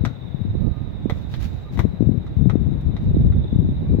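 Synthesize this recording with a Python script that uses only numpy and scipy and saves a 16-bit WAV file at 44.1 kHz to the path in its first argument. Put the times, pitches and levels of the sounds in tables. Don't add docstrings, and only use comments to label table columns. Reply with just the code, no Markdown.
import sys
import numpy as np
from scipy import signal
from scipy.fft import rfft, irfft
from scipy.io import wavfile
from scipy.ndimage import uniform_filter1d

SR = 44100
rng = np.random.default_rng(int(sys.argv[2]) if len(sys.argv) > 2 else 0)


def wrap_up_sound(samples):
    columns = np.atleast_2d(samples).T
    tamed = np.clip(columns, -1, 1)
    steps = np.round(tamed * 32767).astype(np.int16)
    wavfile.write(sys.argv[1], SR, steps)


N = 176400


def ball():
    # (time [s], relative level [dB], ring pitch [Hz], ring against crack [dB],
    # snap shelf [dB], treble shelf [dB], left over right [dB])
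    knocks = [(0.0511, -5.5, 1400, -5.5, 3.5, -3, 2.5), (1.0982, -3, 3380, -20, -11, 9, 2),
              (1.3398, -14.5, 3960, -10, 14, -37, 0), (1.7746, -16, 1050, -19, -3, 7, 10.5),
              (1.7922, -1.5, 1106, -11, -4, 6, 4.5), (2.266, -29, 1280, 0.5, 5, -2, -4),
              (2.4978, -6.5, 1270, -8, -4, -5, 1), (2.8104, -33.5, 3500, -12.5, 5, 11, 4),
              (2.9661, -16.5, 3680, -19.5, 0.5, -19.5, 0.5), (3.3237, -19.5, 1400, -11.5, -8, -6, 0)]
    out = np.zeros((2, N))
    for start, *strike in knocks:
        add(out, start, knock(*strike))
    return out


def knock(db, ring_hz, ring_db, snap_db, treble_db, pan_db):
    # (frequency [Hz], relative level [dB])
    crack_colour = [(100, 9.5), (400, 7), (700, 4.5), (1000, -0.5), (1500, -2.5), (2050, -7), (2900, -12.5),
                    (3800, -4), (4600, -22.5), (5700, -16.5), (7500, -28), (9500, -34.5), (12000, -28),
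                    (16000, -31.5)]
    snap_hz, treble_hz, ring_t60_s, trim_db = 2520, 6900, .012, .5
    hollow_hz, hollow_db = 1974, -12.5
    t = np.arange(4096) / SR
    hz = abs(np.fft.fftfreq(len(t), 1 / SR))
    snap, treble = (hz ** 4 / (hz ** 4 + edge ** 4) for edge in (snap_hz, treble_hz))
    crack = causal(read(crack_colour, hz) + snap_db * snap + treble_db * treble)
    ring, hollow = (np.sin(2 * np.pi * f * t) * amp(-60 * t / ring_t60_s) for f in (ring_hz, hollow_hz))
    parts = (crack, 0), (ring, ring_db), (hollow, hollow_db)
    blow = sum(amp(part_db) * part / np.linalg.norm(part) for part, part_db in parts)
    port_gains = amp(db + trim_db + np.array([[.5], [-.5]]) * pan_db)
    return port_gains * signal.fftconvolve(blow[None], yard(), axes=1)


def yard():
    # (delay [s], gain [dB])
    echoes = [(.0011, -7.5), (.0029, -10.5), (.0058, -8.5), (.0098, -9), (0.0134, -9), (.0232, -17.5)]
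    response = amp(1.5) * tail(t60_s=.1) + amp(-8.5) * tail(t60_s=.4)
    response[0, 0] += 1
    add(response[1], .0001, np.ones(1))
    for delay, db in echoes:
        for side in response:
            add(side, delay + rng.uniform(-.00042, .00037), amp([db]))
    return response


def scuffs():
    # (start [s], rise [s], hold [s], release [s], level [dB])
    drags = [(1.109, 0.027, 0.084, 0.066, -58), (1.28, 0.041, 0.046, 0.022, -52),
             (1.387, 0.036, 0.035, .018, -44.5), (1.494, 0.037, 0.046, 0.18, -60),
             (1.709, 0.032, 0.018, 0.011, -53), (2.995, .03, 0.023, .04, -63)]
    # (frequency [Hz], relative level [dB])
    grit_colour = [(600, -3), (1200, -3), (2100, -4.5), (3000, -7), (3700, -7.5), (6600, -14.5),
                   (8200, -25.5), (10000, -23), (13000, -19.5), (16000, -18)]
    grit_db, echo_db = 3, -5.5
    t, level = np.arange(N) / SR, np.zeros(N)
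    for start, rise, hold, release, db in drags:
        swell = np.clip((t - start) / rise, 0, 1)
        fade = np.exp(-2 * np.maximum(t - start - rise - hold, 0) / release)
        level += amp(db) * swell * fade
    hiss = level * unit(noise(grit_colour) * amp(grit_db * wander(rate_hz=300)))
    return hiss + amp(echo_db) * signal.fftconvolve(hiss, tail(t60_s=.3), axes=1)[:, :N]


def wind():
    # (time [s], relative level [dB])
    left_gusts = [(0, -30.5), (.05, -18), (.16, -37.5), (.3, -26), (.35, -30.5), (.48, -23), (.68, -42.5),
                  (1.15, -33.5), (1.68, -38), (1.8, -13.5), (1.89, -22), (1.98, -27), (2.02, -15),
                  (2.1, -9.5), (2.15, -22.5), (2.35, -34.5), (2.39, -16.5), (2.44, -12.5), (2.53, -13.5),
                  (2.68, -16.5), (2.8, -25.5), (2.87, -14), (2.97, -27.5), (3.1, -20), (3.26, -12),
                  (3.47, -24.5), (3.62, -16), (3.85, -24), (3.93, -12), (4, -14.5)]
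    right_gusts = [(0, -37), (.42, -43), (.5, -22.5), (.68, -17.5), (0.781, -26), (1.04, -27.5),
                   (1.131, -27), (1.36, -24), (1.409, -19.5), (1.619, -25.5), (2.099, -41.5), (2.32, -26),
                   (2.411, -44), (2.6, -30), (2.921, -26.5), (3.199, -17), (3.401, -16.5), (3.48, -28.5),
                   (3.751, -19.5), (4, -23.5)]
    # (frequency [Hz], relative level [dB])
    rumble_colour = [(15, -22), (35, -4), (65, 1), (115, 1), (170, -5.5), (250, -12.5), (400, -23.5),
                     (700, -40.5), (1500, -66.5), (4000, -98)]
    deep_below_hz, eddies_above_hz, trim_db = 70, 130, 2
    deep_growth, eddy_growth, pivot_db = .35, .04, -14.5
    t = np.arange(N) / SR
    gust_db = np.array([np.interp(t, *np.transpose(port)) for port in (left_gusts, right_gusts)])
    excess_db = gust_db - pivot_db
    rumble = noise(rumble_colour)
    rumble /= np.sqrt(uniform_filter1d(rumble ** 2, size=2000) + 1e-6)
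    deep, low = (signal.sosfiltfilt(signal.butter(2, hz, fs=SR, output="sos"), rumble)
                 for hz in (deep_below_hz, eddies_above_hz))
    booms = deep * amp(deep_growth * excess_db)
    body = low - deep
    eddies = (rumble - low) * flutter(depth_db=5, rate_hz=17.3) * amp(eddy_growth * excess_db)
    sputter = np.array([unit(side) for side in flutter(depth_db=5, rate_hz=22)])
    return amp(trim_db + gust_db) * sputter * (booms + body + eddies)


def buffets():
    # (time [s], relative level [dB], starting pitch [Hz], port [0 left, 1 right])
    strikes = [(.008, -7, 151, 0), (.037, -6, 254, 0), (0.344, -8.5, 188, 0), (.413, -10.5, 171, 0),
               (0.45, -10, 223, 0), (0.551, -14.5, 320, 1), (0.675, -9.5, 283, 1), (1.056, -5.5, 308, 1),
               (1.121, -6, 150, 1), (1.777, -11, 237, 0), (1.851, -5, 315, 0), (2.006, -1.5, 294, 0),
               (2.024, -3.5, 330, 0), (2.07, 2, 165, 0), (2.09, 1.5, 260, 0), (2.114, -4, 188, 0),
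               (2.175, -4, 159, 0), (2.367, -3.5, 154, 0), (2.42, 0, 174, 0), (2.457, -1, 275, 0),
               (2.47, 2, 170, 0), (2.5544, 1, 318, 0), (2.613, -6.5, 200, 0), (2.688, -6.5, 220, 0),
               (2.719, -17, 280, 0), (2.863, -2.5, 125, 0), (3.088, -5, 158.6, 0), (3.145, -10, 310, 1),
               (3.167, -2.5, 290, 1), (3.204, -3, 152, 1), (3.248, -2, 190, 0), (3.264, -1, 150, 0),
               (3.3, -1, 140, 0), (3.381, -7, 159, 1), (3.416, -25, 293, 1), (3.527, -6.5, 260, 0),
               (3.559, -2, 207, 0), (3.587, 0.5, 183, 0), (3.598, -3.5, 199, 0), (3.688, -7.5, 245, 0),
               (3.931, -7, 150, 0), (3.947, -6, 344, 0), (3.986, -6, 323, 0)]
    rise_cycles, slowing_s, top_hz, trim_db = .6, .015, 770, -.5
    t, out = np.arange(0, .04, 1 / SR), np.zeros((2, N))
    for start, db, hz, port in strikes:
        age = t * hz / rise_cycles
        envelope = amp(db + trim_db) * age * np.exp(1 - age)
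        turns = hz * slowing_s * np.log1p(t / slowing_s)
        add(out[int(port)], start, envelope * np.sin(2 * np.pi * turns))
    return signal.sosfilt(signal.butter(3, top_hz, fs=SR, output="sos"), out)


def cicadas():
    # (time [s], centre pitch [Hz], relative level [dB])
    chorus = [(0, 3780, -59), (.3, 3676, -55.5), (.7, 3813, -60.5), (1.05, 3647, -57), (1.899, 3854, -60.5),
              (2.398, 3694, -59.5), (3.1, 3750, -59.5), (3.501, 3644, -54), (4, 3810, -61)]
    width_hz, sweep_hz, throbs_per_s, throb_db = 160, 150, 18, 2.5
    port_db = np.array([[-2], [1.8]])
    times, hz, db = np.transpose(chorus)
    t = np.arange(N) / SR
    throb = np.cumsum(throbs_per_s * (1 + .21 * wander(rate_hz=2.7))) / SR % 1
    pitch_hz = np.interp(t, times, hz) + sweep_hz * (.5 - throb)
    phase = 2 * np.pi * np.cumsum(pitch_hz) / SR
    buzz = [wander(width_hz) * np.cos(phase) + wander(width_hz) * np.sin(phase) for _ in range(2)]
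    return amp(np.interp(t, times, db) + port_db - throb_db * np.cos(2 * np.pi * throb)) * buzz


def chirps():
    # (start [s], length [s], relative level [dB])
    runs = [(1.02, .86, -80), (3.0, .42, -83)]
    pitch_hz, width_hz, chirps_per_s = 7550, 130, 8.72
    out = np.zeros((2, N))
    for start, length, db in runs:
        t = np.arange(0, length, 1 / SR)
        pulses = 2 * amp(db) * np.maximum(np.sin(2 * np.pi * chirps_per_s * t), 0) ** 2
        for side in out:
            add(side, start, pulses * wander(width_hz)[:len(t)] * np.sin(2 * np.pi * pitch_hz * t))
    return out


def whistles():
    # (start [s], length [s], pitch [Hz], level [dB])
    notes = [(0.576, .35, 1227, -59), (1.645, 0.052, 1210, -56), (3.859, 0.23, 2390, -65)]
    width_hz = 20
    out = np.zeros((2, N))
    for start, length, hz, db in notes:
        t = np.arange(0, length, 1 / SR)
        envelope = amp(db) * np.sqrt(abs(np.sin(np.pi * t / length)))
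        for side in out:
            blur = 1 + .5 * (wander(width_hz) + 1j * wander(width_hz))[:len(t)]
            note = (blur * np.exp(2j * np.pi * hz * t)).real
            add(side, start, envelope * unit(note))
    return out


def outdoor_air():
    # (frequency [Hz], relative level [dB])
    air_colour = [(30, -9), (100, -1), (250, -9), (500, -7), (800, -11.5), (1300, -20.5), (2200, -23),
                  (3000, -30), (4500, -38.5), (6000, -46.5), (8500, -51.5), (10000, -59.5), (12500, -50),
                  (16000, -44)]
    return amp(-45) * noise(air_colour)


def amp(db):
    return 10 ** (np.asarray(db) / 20)


def unit(x):
    return x / np.sqrt(np.mean(x ** 2) + 1e-20)


def read(points, hz):
    f, db = np.transpose(points)
    return np.interp(np.log(hz + 1), np.log(f), db)


def add(mix, start_s, sound):
    part = mix[..., max(round(start_s * SR), 0):][..., :sound.shape[-1]]
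    part += sound[..., :part.shape[-1]]


def noise(colour):
    gains = amp(read(colour, np.fft.rfftfreq(N, 1 / SR)))
    return unit(irfft(rfft(rng.standard_normal((2, N))) * gains, N))


def wander(rate_hz):
    rolloff = np.exp(-.5 * (np.fft.rfftfreq(N, 1 / SR) / rate_hz) ** 2)
    return unit(irfft(rfft(rng.standard_normal(N)) * rolloff, N))


def flutter(depth_db, rate_hz):
    return amp(depth_db * np.tanh([wander(rate_hz), wander(rate_hz)]))


def causal(db):
    return np.fft.ifft(np.exp(np.conj(signal.hilbert(np.log(amp(db)))))).real


def tail(t60_s):
    t = np.arange(SR // 2) / SR
    x = rng.standard_normal((2, len(t))) * amp(-60 * t / t60_s) * (1 - np.exp(-t / .0011))
    return x / np.linalg.norm(x, axis=1, keepdims=True)


def scene():
    return ball() + scuffs() + wind() + buffets() + cicadas() + chirps() + whistles() + outdoor_air()


def record(dry):
    threshold_db, duck_share, recover_db_per_s, top_hz = -11, .42, 44.5, 16000
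    power_db = 10 * np.log10(abs(uniform_filter1d((dry ** 2).max(0), size=600)) + 1e-12)
    fall_db = np.arange(N) * recover_db_per_s / SR
    held_db = np.maximum.accumulate(power_db + fall_db) - fall_db
    over_db = np.maximum(held_db - threshold_db, 0)
    ducked = dry * amp(-duck_share * uniform_filter1d(over_db, size=200))
    rounded = ducked / (1 + ducked ** 8) ** (1 / 8)
    padded = np.pad(rounded, ((0, 0), (255, 255)), mode="edge")
    band_limit = signal.firwin(511, top_hz, window=("kaiser", 9), fs=SR)
    return signal.oaconvolve(padded, band_limit[None], "valid")


dry = scene()
out = record(dry)
wrap_up_sound(out)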